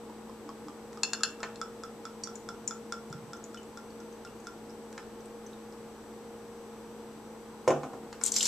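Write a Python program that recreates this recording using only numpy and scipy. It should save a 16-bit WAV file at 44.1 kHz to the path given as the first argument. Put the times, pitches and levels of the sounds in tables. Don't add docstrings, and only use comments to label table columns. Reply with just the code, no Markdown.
import sys
import numpy as np
from scipy import signal
from scipy.fft import rfft, irfft, next_fast_len
from scipy.io import wavfile

SR = 44100
rng = np.random.default_rng(int(sys.argv[2]) if len(sys.argv) > 2 else 0)


def dump_mix(stems):
    frames = np.atleast_2d(stems).T
    limited = np.clip(frames, -1, 1)
    pcm = np.round(limited * 32767).astype(np.int16)
    wavfile.write(sys.argv[1], SR, pcm)


N = 373659
TIME = np.arange(N) / SR
RING = TIME[:SR // 2]


def from_db(db):
    return 10 ** (np.asarray(db) / 20)


def rms_one(x):
    return x / np.sqrt(np.mean(x ** 2) + 1e-20)


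def peak_one(x):
    return x / (np.abs(x).max() + 1e-20)


def at_hz(points, hz):
    known_hz, values = np.transpose(points)
    return np.interp(np.log(np.maximum(hz, 1)), np.log(known_hz), values)


def add(track, s, sound):
    start = min(max(round(s * SR), 0), len(track))
    track[start:start + len(sound)] += sound[:len(track) - start]


def colour(x, spectrum, share=1):
    size = next_fast_len(x.shape[-1] + SR // 20)
    gain = from_db(share * at_hz(spectrum, np.fft.rfftfreq(size, 1 / SR)))
    return irfft(rfft(x, size) * gain, size)[..., :x.shape[-1]]


def soften(x, hz):
    return signal.sosfilt(signal.butter(1, min(hz, .45 * SR), fs=SR, output="sos"), x)


def thin(x, hz):
    return signal.sosfilt(signal.butter(2, hz, "high", fs=SR, output="sos"), x)


def fade(t60):
    return from_db(-60 * np.minimum(RING / t60, 5))


def ring(modes):
    out = 0
    for k, (hz, db, t60) in enumerate(modes):
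        out = out + (-1) ** k * from_db(db) * fade(t60) * np.sin(2 * np.pi * hz * RING)
    return out


def burst(spectrum, t60):
    noise = rng.standard_normal(len(RING))
    return rms_one(colour(noise, spectrum)) * fade(t60)


def bubble(hz, cycles, rise):
    turns = RING[:int(cycles / hz * SR) + 2] * hz
    age = turns / cycles
    tone = np.sin(2 * np.pi * turns * (1 + rise * age / 2))
    decay = np.exp(-np.log(1000) * age)
    return tone * decay * (1 - np.exp(-turns))


# (f/Hz, correlation)
DIFFUSE_LIKENESS = [(30, 0.26), (130, 0.91), (500, 0.9), (1300, 0.79), (3000, 0.23), (6500, 0.081),
                    (12000, 0.055)]


def diffuse(size):
    mid, side = rfft(rng.standard_normal((2, size)))
    alike = np.clip(at_hz(DIFFUSE_LIKENESS, np.fft.rfftfreq(size, 1 / SR)), -.999, .999)
    return irfft(np.sqrt(1 + alike) * mid + np.sqrt(1 - alike) * side * [[1], [-1]], size)


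def ports(pair, balance):
    return np.array([colour(pair[0], balance, 0.48), colour(pair[1], balance, -0.52)])


# (f/Hz, level/dB per Hz)
AIR_COLOUR = [(25, -15), (80, -13), (170, -6.5), (310, -0.5), (490, -1), (590, -8.5), (900, -6.5),
              (1400, -14), (2000, -20), (3000, -22.5), (5000, -25), (7000, -26.5), (10000, -31.5),
              (14500, -31.5)]
# (f/Hz, rms level/dB, waver share, wavers per s)
HUM_LINES = [(61.2, -70, 0.24, 1.3), (117.8, -67.5, 0.26, 2.7), (219.3, -52, 0.28, 3.99),
             (231.4, -64.5, 0.92, 7.3), (467.2, -51.5, 0.5, 5), (831, -65, 0.76, 20),
             (5970, -78, 0.72, 1.5), (7040, -96, 0.25, 1.5), (7977, -71.5, 0.067, 1.4)]
# (f/Hz, left minus right level/dB)
BACKGROUND_BALANCE = [(50, -4.5), (200, 1), (2400, 1.2), (5500, -1.5), (8000, 10), (12000, -0.5)]


def background(air_db=-49):
    noise = diffuse(next_fast_len(N))[:, :N]
    air = from_db(air_db) * rms_one(colour(noise, AIR_COLOUR))
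    hum = 0
    for hz, db, waver, per_s in HUM_LINES:
        knots = rng.standard_normal(size=(2, 400))
        swing, lean = (waver * np.interp(TIME * per_s, np.arange(len(k)), k) for k in knots)
        line = (1 + swing / 2) * np.sin(2 * np.pi * hz * TIME + 2 * lean)
        hum = hum + from_db(db) * np.sqrt(2) * line
    return ports(air + hum, BACKGROUND_BALANCE)


# (t/s, level/dB)
GULPS = [(0.0974, -43), (0.2956, -40.5), (0.4912, -32), (0.684, -33.5), (0.9737, -34.5), (1.2077, -32),
         (1.4042, -35), (1.6147, -21.5), (1.8358, -28), (2.0534, -27), (2.2734, -30), (2.4888, -25.5),
         (2.7092, -25.5), (2.9232, -20.5), (3.1271, -29.5), (3.333, -29), (3.545, -32.5), (3.7736, -32),
         (4.0023, -41.5), (4.2496, -33.5), (4.4699, -28.5)]
# (f above the note/Hz, level/dB, t60/s)
NECK_MODES = [(2080, -7, 0.03), (3850, 4.5, 0.0086), (4290, 3.5, 0.0089), (5880, 3, 0.0045),
              (8100, -14, 0.003)]
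# (f/Hz, level/dB)
CONTACT_COLOUR = [(60, -36), (300, -16.5), (1000, 7.5), (1700, 6), (2700, 0.5), (3400, -3.5), (6500, 5),
                  (9000, -8.5), (14000, -24)]
TILT_S = 0.835
NOTE_START_HZ, NOTE_TILTED_HZ = 903, 1381
NOTE_START_DB, NOTE_TILTED_DB = 2, -8.5
SNAP_START_DB, SNAP_TILTED_DB = -12, -5


def glugs(note_t60=0.055, pop_db=-3.0, spit_db=-16.5, spit_t60=0.079, pitch_scatter=0.0066):
    out = np.zeros(N)
    for (s, db), chance in zip(GULPS, rng.standard_normal(len(GULPS))):
        tilt = 1 - np.exp(-s / TILT_S)
        hz = NOTE_START_HZ + tilt * (NOTE_TILTED_HZ - NOTE_START_HZ)
        hz = hz * (1 + pitch_scatter * chance)
        note_db = db + NOTE_START_DB + tilt * (NOTE_TILTED_DB - NOTE_START_DB)
        snap_db = db + SNAP_START_DB + tilt * (SNAP_TILTED_DB - SNAP_START_DB)
        note = ring([(hz, note_db, note_t60)])
        snap = ring([(hz + above, level, t60) for above, level, t60 in NECK_MODES])
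        add(out, s, note + from_db(snap_db) * peak_one(snap))
        add(out, s, from_db(note_db + pop_db) * bubble(hz, cycles=7.3, rise=0.14))
        spit = peak_one(burst(CONTACT_COLOUR, spit_t60))
        add(out, s, from_db(snap_db + spit_db) * spit)
    return out


# (t/s, level/dB, contact brightness f/Hz)
CUP_TICKS = [(0.93, -39.5, 9000), (1.43, -25, 2160), (4.927, -38.5, 12000), (4.978, -33, 4830),
             (8.128, -31.5, 8000), (8.2129, -28.5, 6040)]
# (t/s, level/dB, f/Hz)
HANDLING_BUMPS = [(0.455, -41, 293), (0.660, -40, 296), (3.105, -35.5, 153), (3.235, -41, 142)]
TICK_CYCLES = 125
BUMP_REBOUND_S, BUMP_REBOUND_DB = 0.046, -9.5


def handling(tick_db=0.0, bump_s=0.0047):
    out = np.zeros(N)
    for s, db, bright_hz in CUP_TICKS:
        tick = burst(CONTACT_COLOUR, TICK_CYCLES / bright_hz)
        tick = soften(soften(tick, bright_hz), bright_hz)
        add(out, s, from_db(db + tick_db) * peak_one(tick))
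    swell = peak_one(RING * np.exp(-RING / bump_s))
    for s, db, hz in HANDLING_BUMPS:
        bump = from_db(db) * swell * np.sin(2 * np.pi * hz * RING)
        add(out, s, bump)
        add(out, s + BUMP_REBOUND_S, from_db(BUMP_REBOUND_DB) * bump)
    return out


# (t/s, level/dB, contact brightness f/Hz)
CUP_CLINKS = [(1.033, -14.5, 9050), (1.133, -14, 8450), (1.234, -11, 11200), (1.4304, -29.5, 6000),
              (1.5575, -36.5, 7000)]
# (f/Hz, level/dB, t60/s)
CUP_AND_NECK_MODES = [(1310, -15.5, 0.03), (1620, -13, 0.025), (2646, -6, 0.032), (2800, -7, 0.015),
                      (3480, -9, 0.015), (4170, -4, 0.016), (4390, -8.5, 0.038), (5180, -2.5, 0.0088),
                      (5740, -4.5, 0.011), (6680, -5, 0.01), (7135, -4.5, 0.031), (7870, -8, 0.0092),
                      (9250, -12.5, 0.0079)]
# (f/Hz, level/dB, t60/s)
GLASS_RING = [(2675, -36, .4), (2715, -35, .4), (4260, -29, .2), (4300, -29, .2), (4340, -29, .2)]


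def clinks(crack_db=-5.0, crack_t60=0.012, chatter_db=-14.0, chatter_s=0.00068):
    out = np.zeros(N)
    for s, db, bright_hz in CUP_CLINKS:
        crack = from_db(crack_db) * burst(CONTACT_COLOUR, crack_t60)
        blow = ring(CUP_AND_NECK_MODES) + ring(GLASS_RING) + crack
        blow = from_db(db) * peak_one(thin(soften(blow, bright_hz), hz=500))
        add(out, s, blow)
        for late in rng.standard_normal(size=3):
            add(out, s + chatter_s * abs(late), from_db(chatter_db) * blow)
    return out


# (t/s, level/dB, bubble f/Hz)
CUP_DRIPS = [(2.2362, -26.5, 5700), (2.2366, -30.5, 4640), (2.3556, -33, 6930), (2.6763, -23, 6950),
             (3.3666, -43, 6060), (3.440, -36, 6800), (3.573, -38.5, 2980), (3.6315, -44, 7120),
             (3.9044, -46, 4560), (4.2727, -43.5, 2790), (4.705, -45, 5610), (5.257, -44, 8400),
             (5.4642, -40.5, 6140), (5.532, -44, 3760), (5.7248, -45.5, 5260)]
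HEAVY_DROP_DB, HEAVY_DROP_CYCLES = -21, 280
CYCLES_HALVE_DB = 12.5
SATELLITE_LOW_HZ, SATELLITE_HIGH_HZ = 5500, 7970


def drips(level_db=-3.5, rise=0.025, impact_db=4.0, impact_cycles=9, spatter_db=-21.5,
          satellite_db=-4.0, satellite_growth=0.54, satellite_scatter=0.019, satellite_s=0.0016,
          satellite_cycles=170):
    out = np.zeros(N)
    for s, db, hz in CUP_DRIPS + dribble():
        gain = from_db(db + level_db)
        weight_db = db - HEAVY_DROP_DB
        cycles = HEAVY_DROP_CYCLES * 2 ** (weight_db / CYCLES_HALVE_DB)
        add(out, s, gain * bubble(hz, cycles, rise))
        add(out, s, gain * from_db(impact_db) * bubble(hz, impact_cycles, rise))
        add(out, s, gain * from_db(spatter_db) * soften(burst(CONTACT_COLOUR, t60=0.066), hz))
        satellite_gain = gain * from_db(satellite_db + satellite_growth * weight_db)
        for satellite_hz in np.geomspace(SATELLITE_LOW_HZ, SATELLITE_HIGH_HZ, 4):
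            scattered_hz = satellite_hz * (1 + satellite_scatter * rng.standard_normal())
            satellite = bubble(scattered_hz, satellite_cycles, rise)
            add(out, s + rng.exponential(satellite_s), satellite_gain * satellite)
    return out


DRIBBLE_FROM_S, DRIBBLE_TO_S, DRIBBLE_PER_S = 2.7, 5.5, 2
DRIBBLE_DB, DRIBBLE_HZ = -45.5, 6200


def dribble(spread=0.25, count=40):
    times = DRIBBLE_FROM_S + np.cumsum(rng.exponential(1, count)) / DRIBBLE_PER_S
    pitches = DRIBBLE_HZ * np.exp(spread * rng.uniform(-1, 1, count))
    return [(s, DRIBBLE_DB, hz) for s, hz in zip(times, pitches) if s < DRIBBLE_TO_S]


# (t/s, level/dB, contact brightness f/Hz)
BOTTLE_KNOCKS = [(7.6765, -18, 6000), (7.6782, -15.5, 1600), (7.7053, -20, 2550)]
# (f/Hz, level/dB)
THUD_COLOUR = [(50, -37), (110, -24), (160, -11), (350, 2.5), (750, -1), (1250, -4.5), (1600, -16),
               (2800, -17.5), (4200, -29), (6500, -13), (8000, -21), (10000, -33), (14000, -39)]
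# (f/Hz, level/dB, t60/s)
WOOD_MODES = [(144.7, -24, 0.43), (256, -10.5, 0.2), (371.6, -21, 0.34), (474, -23, 0.27), (527, -26, 0.46),
              (570, -18, 0.18), (655, -28, 0.16), (672, -23, 0.26), (748, -17, 0.11), (806, -26, 0.22),
              (795, -20, 0.16), (1056, -18.5, 0.12), (1330, -30, 0.11)]


def knocks(thud_db=-3.5, thud_t60=0.074, modes_db=3.0, push_db=4.5, push_hz=640, push_t60=0.0074,
           crack_db=-10.5):
    out = np.zeros(N)
    body = from_db(modes_db) * ring(WOOD_MODES) + ring([(push_hz, push_db, push_t60)])
    for s, db, bright_hz in BOTTLE_KNOCKS + settling():
        crack = from_db(crack_db) * burst(CONTACT_COLOUR, t60=0.013)
        thud = from_db(thud_db) * burst(THUD_COLOUR, thud_t60)
        add(out, s, from_db(db) * soften(crack + thud + body, bright_hz))
    return thin(out, hz=150)


RATTLE_FROM_S, RATTLE_GAP_S, RATTLE_DB, RATTLE_LOSS_DB, RATTLE_HZ = 7.698, 0.016, -24, 3, 700
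ROCK_FROM_S, ROCK_GAP_S, ROCK_DB, ROCK_LOSS_DB = 7.833, 0.1, -29, 4
ROCK_HZ, ROCK_DULLING = 2700, 0.51


def settling(count=3, uneven_s=0.002):
    rows = []
    for k, chance in enumerate(rng.standard_normal(count)):
        s = RATTLE_FROM_S + k * RATTLE_GAP_S + uneven_s * chance
        rows.append((s, RATTLE_DB - k * RATTLE_LOSS_DB, RATTLE_HZ))
    for k in range(count):
        s = ROCK_FROM_S + k * ROCK_GAP_S
        rows.append((s, ROCK_DB - k * ROCK_LOSS_DB, ROCK_HZ * ROCK_DULLING ** k))
    return rows


# (t/s, level/dB)
STREAM_FLOW = [(8.205, -66), (8.25, -40), (8.275, -35.5), (8.31, -51.5), (8.34, -39), (8.375, -34),
               (8.41, -38.5), (8.47, -31.5)]
# (f/Hz, level/dB per Hz)
SPRAY_COLOUR = [(500, -14), (1200, -10.5), (2400, -10.5), (3250, -6.5), (3900, -2), (5200, -6), (7500, 4.5),
                (8700, -9), (10500, -16.5), (14500, -20)]


def stream(per_s=5000, spread=0.236, cycles=55, bubbles_db=-4.0, spray_db=-3.5, clump_db=3.5,
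           clumps_per_s=700):
    s, db = np.transpose(STREAM_FLOW)
    fizz, lasts = np.zeros(N), s[-1] - s[0]
    for chance, sharp, big in rng.standard_normal((int(per_s * lasts), 3)):
        born = s[0] + lasts * (chance % 1)
        hz = fizz_hz(born) * np.exp(spread * sharp)
        add(fizz, born, np.exp(big / 2) * bubble(hz, cycles, rise=0.074))
    fizz = rms_one(fizz) * np.sqrt(lasts * SR / N)
    clumps = rng.standard_normal(size=20000)
    patter = from_db(clump_db * np.interp(TIME * clumps_per_s, np.arange(len(clumps)), clumps))
    spray = rms_one(colour(patter * rng.standard_normal(N), SPRAY_COLOUR))
    flow = from_db(np.interp(TIME, s, db)) * (TIME > s[0])
    return flow * (from_db(bubbles_db) * fizz + from_db(spray_db) * spray)


FIZZ_START_HZ, FIZZ_END_HZ = 7530, 5100


def fizz_hz(s):
    return np.interp(s, [STREAM_FLOW[0][0], STREAM_FLOW[-1][0]], [FIZZ_START_HZ, FIZZ_END_HZ])


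# (t/s, level/dB, bubble f/Hz, mean bubble delay/s)
PITCHER_GUSHES = [(8.237, -16, 7280, 0.0016), (8.262, -17.5, 7600, .002), (8.3195, -16.5, 6880, 0.0011),
                  (8.341, -23, 7000, .003), (8.3637, -12.5, 5630, 0.0075), (8.407, -19, 3350, 0.0044),
                  (8.410, -17.5, 5900, .005), (8.4285, -16, 6400, 0.0029), (8.455, -15, 6130, .007)]


def splash(gush_db=-0.5, slap_db=-13.5, cycles=50, spread=0.2):
    out = stream()
    for start, db, pitch_hz, length in PITCHER_GUSHES + fallbacks():
        swarm = np.zeros(len(RING))
        sizes = rng.permutation(np.linspace(-1, 1, 24))
        for k, (small, late) in enumerate(zip(sizes, rng.exponential(length, len(sizes)))):
            delay = late * (k % 3 > 0)
            gain = (-1) ** k * np.exp(-delay / length / 2)
            add(swarm, delay, gain * bubble(pitch_hz * np.exp(spread * small), cycles, rise=0.049))
        slap = from_db(slap_db) * burst(SPRAY_COLOUR, t60=6 * length)
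        add(out, start, from_db(db + gush_db) * (peak_one(swarm) + slap))
    return out


FALLBACK_S, FALLBACK_DB = 0.017, -9.5


def fallbacks(uneven_s=0.003, length_s=0.0044):
    rows = []
    for (s, db, _, _), chance in zip(PITCHER_GUSHES, rng.standard_normal(len(PITCHER_GUSHES))):
        rows.append((s + FALLBACK_S + uneven_s * chance, db + FALLBACK_DB, fizz_hz(s), length_s))
    return rows


def scatter(t60=0.044):
    paths = rng.standard_normal((2, len(RING))) * fade(t60) * (RING > .0003)
    treble = signal.sosfilt(signal.butter(1, 1500, "high", fs=SR, output="sos"), paths)
    return rms_one(treble) / np.sqrt(len(RING))


# (f/Hz, t60/s)
ROOM_DECAY = [(150, 0.45), (600, 0.32), (2000, 0.3), (6000, 0.23), (12000, 0.21)]


def room_tail(build_s=0.013):
    noise, tail = diffuse(len(RING)), 0
    edges = np.geomspace(60, 16000, 9)
    for low, high in zip(edges, edges[1:]):
        band = signal.sosfilt(signal.butter(2, [low, high], "band", fs=SR, output="sos"), noise)
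        tail = tail + band * fade(at_hz(ROOM_DECAY, np.sqrt(low * high)))
    return rms_one(tail * (1 - np.exp(-RING / build_s))) / np.sqrt(len(RING))


# (delay t/s, level/dB)
NEAR_ECHOES = [(.0022, -18), (.0062, -12.5), (0.0099, -11), (0.0157, -9.5)]
# (f/Hz, left minus right level/dB)
NEAR_BALANCE = [(200, -0.5), (2400, 0), (4300, -1), (5600, -5), (6500, -0.5), (7200, 13), (8300, 9),
                (10000, 13.5), (14000, 18)]


def scene():
    gulp, hands, clink = glugs(), handling(), clinks()
    drip, table, pour = drips(), knocks(), splash()
    near = gulp + hands + clink + drip + table + pour
    heard = near.copy()
    for delay, db in NEAR_ECHOES:
        add(heard, delay, from_db(db) * soften(near, hz=4030))
    to_scatter = from_db(-5.5) * near + from_db(-23) * pour
    scattered = signal.fftconvolve(to_scatter[None], scatter(), axes=1)[:, :N]
    send = from_db(-8.5) * gulp + from_db(-4.5) * hands + from_db(-7.5) * clink
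    send = send + from_db(-7.0) * drip + from_db(-4) * table + from_db(-10) * pour
    room = signal.fftconvolve(send[None], room_tail(), axes=1)[:, :N]
    return ports(heard + scattered + room, NEAR_BALANCE) + background()


CUTOFF_HZ = 14400


def record(dry):
    return signal.sosfilt(signal.ellip(10, .2, 70, CUTOFF_HZ, fs=SR, output="sos"), dry)


dry = scene()
out = record(dry)
dump_mix(out)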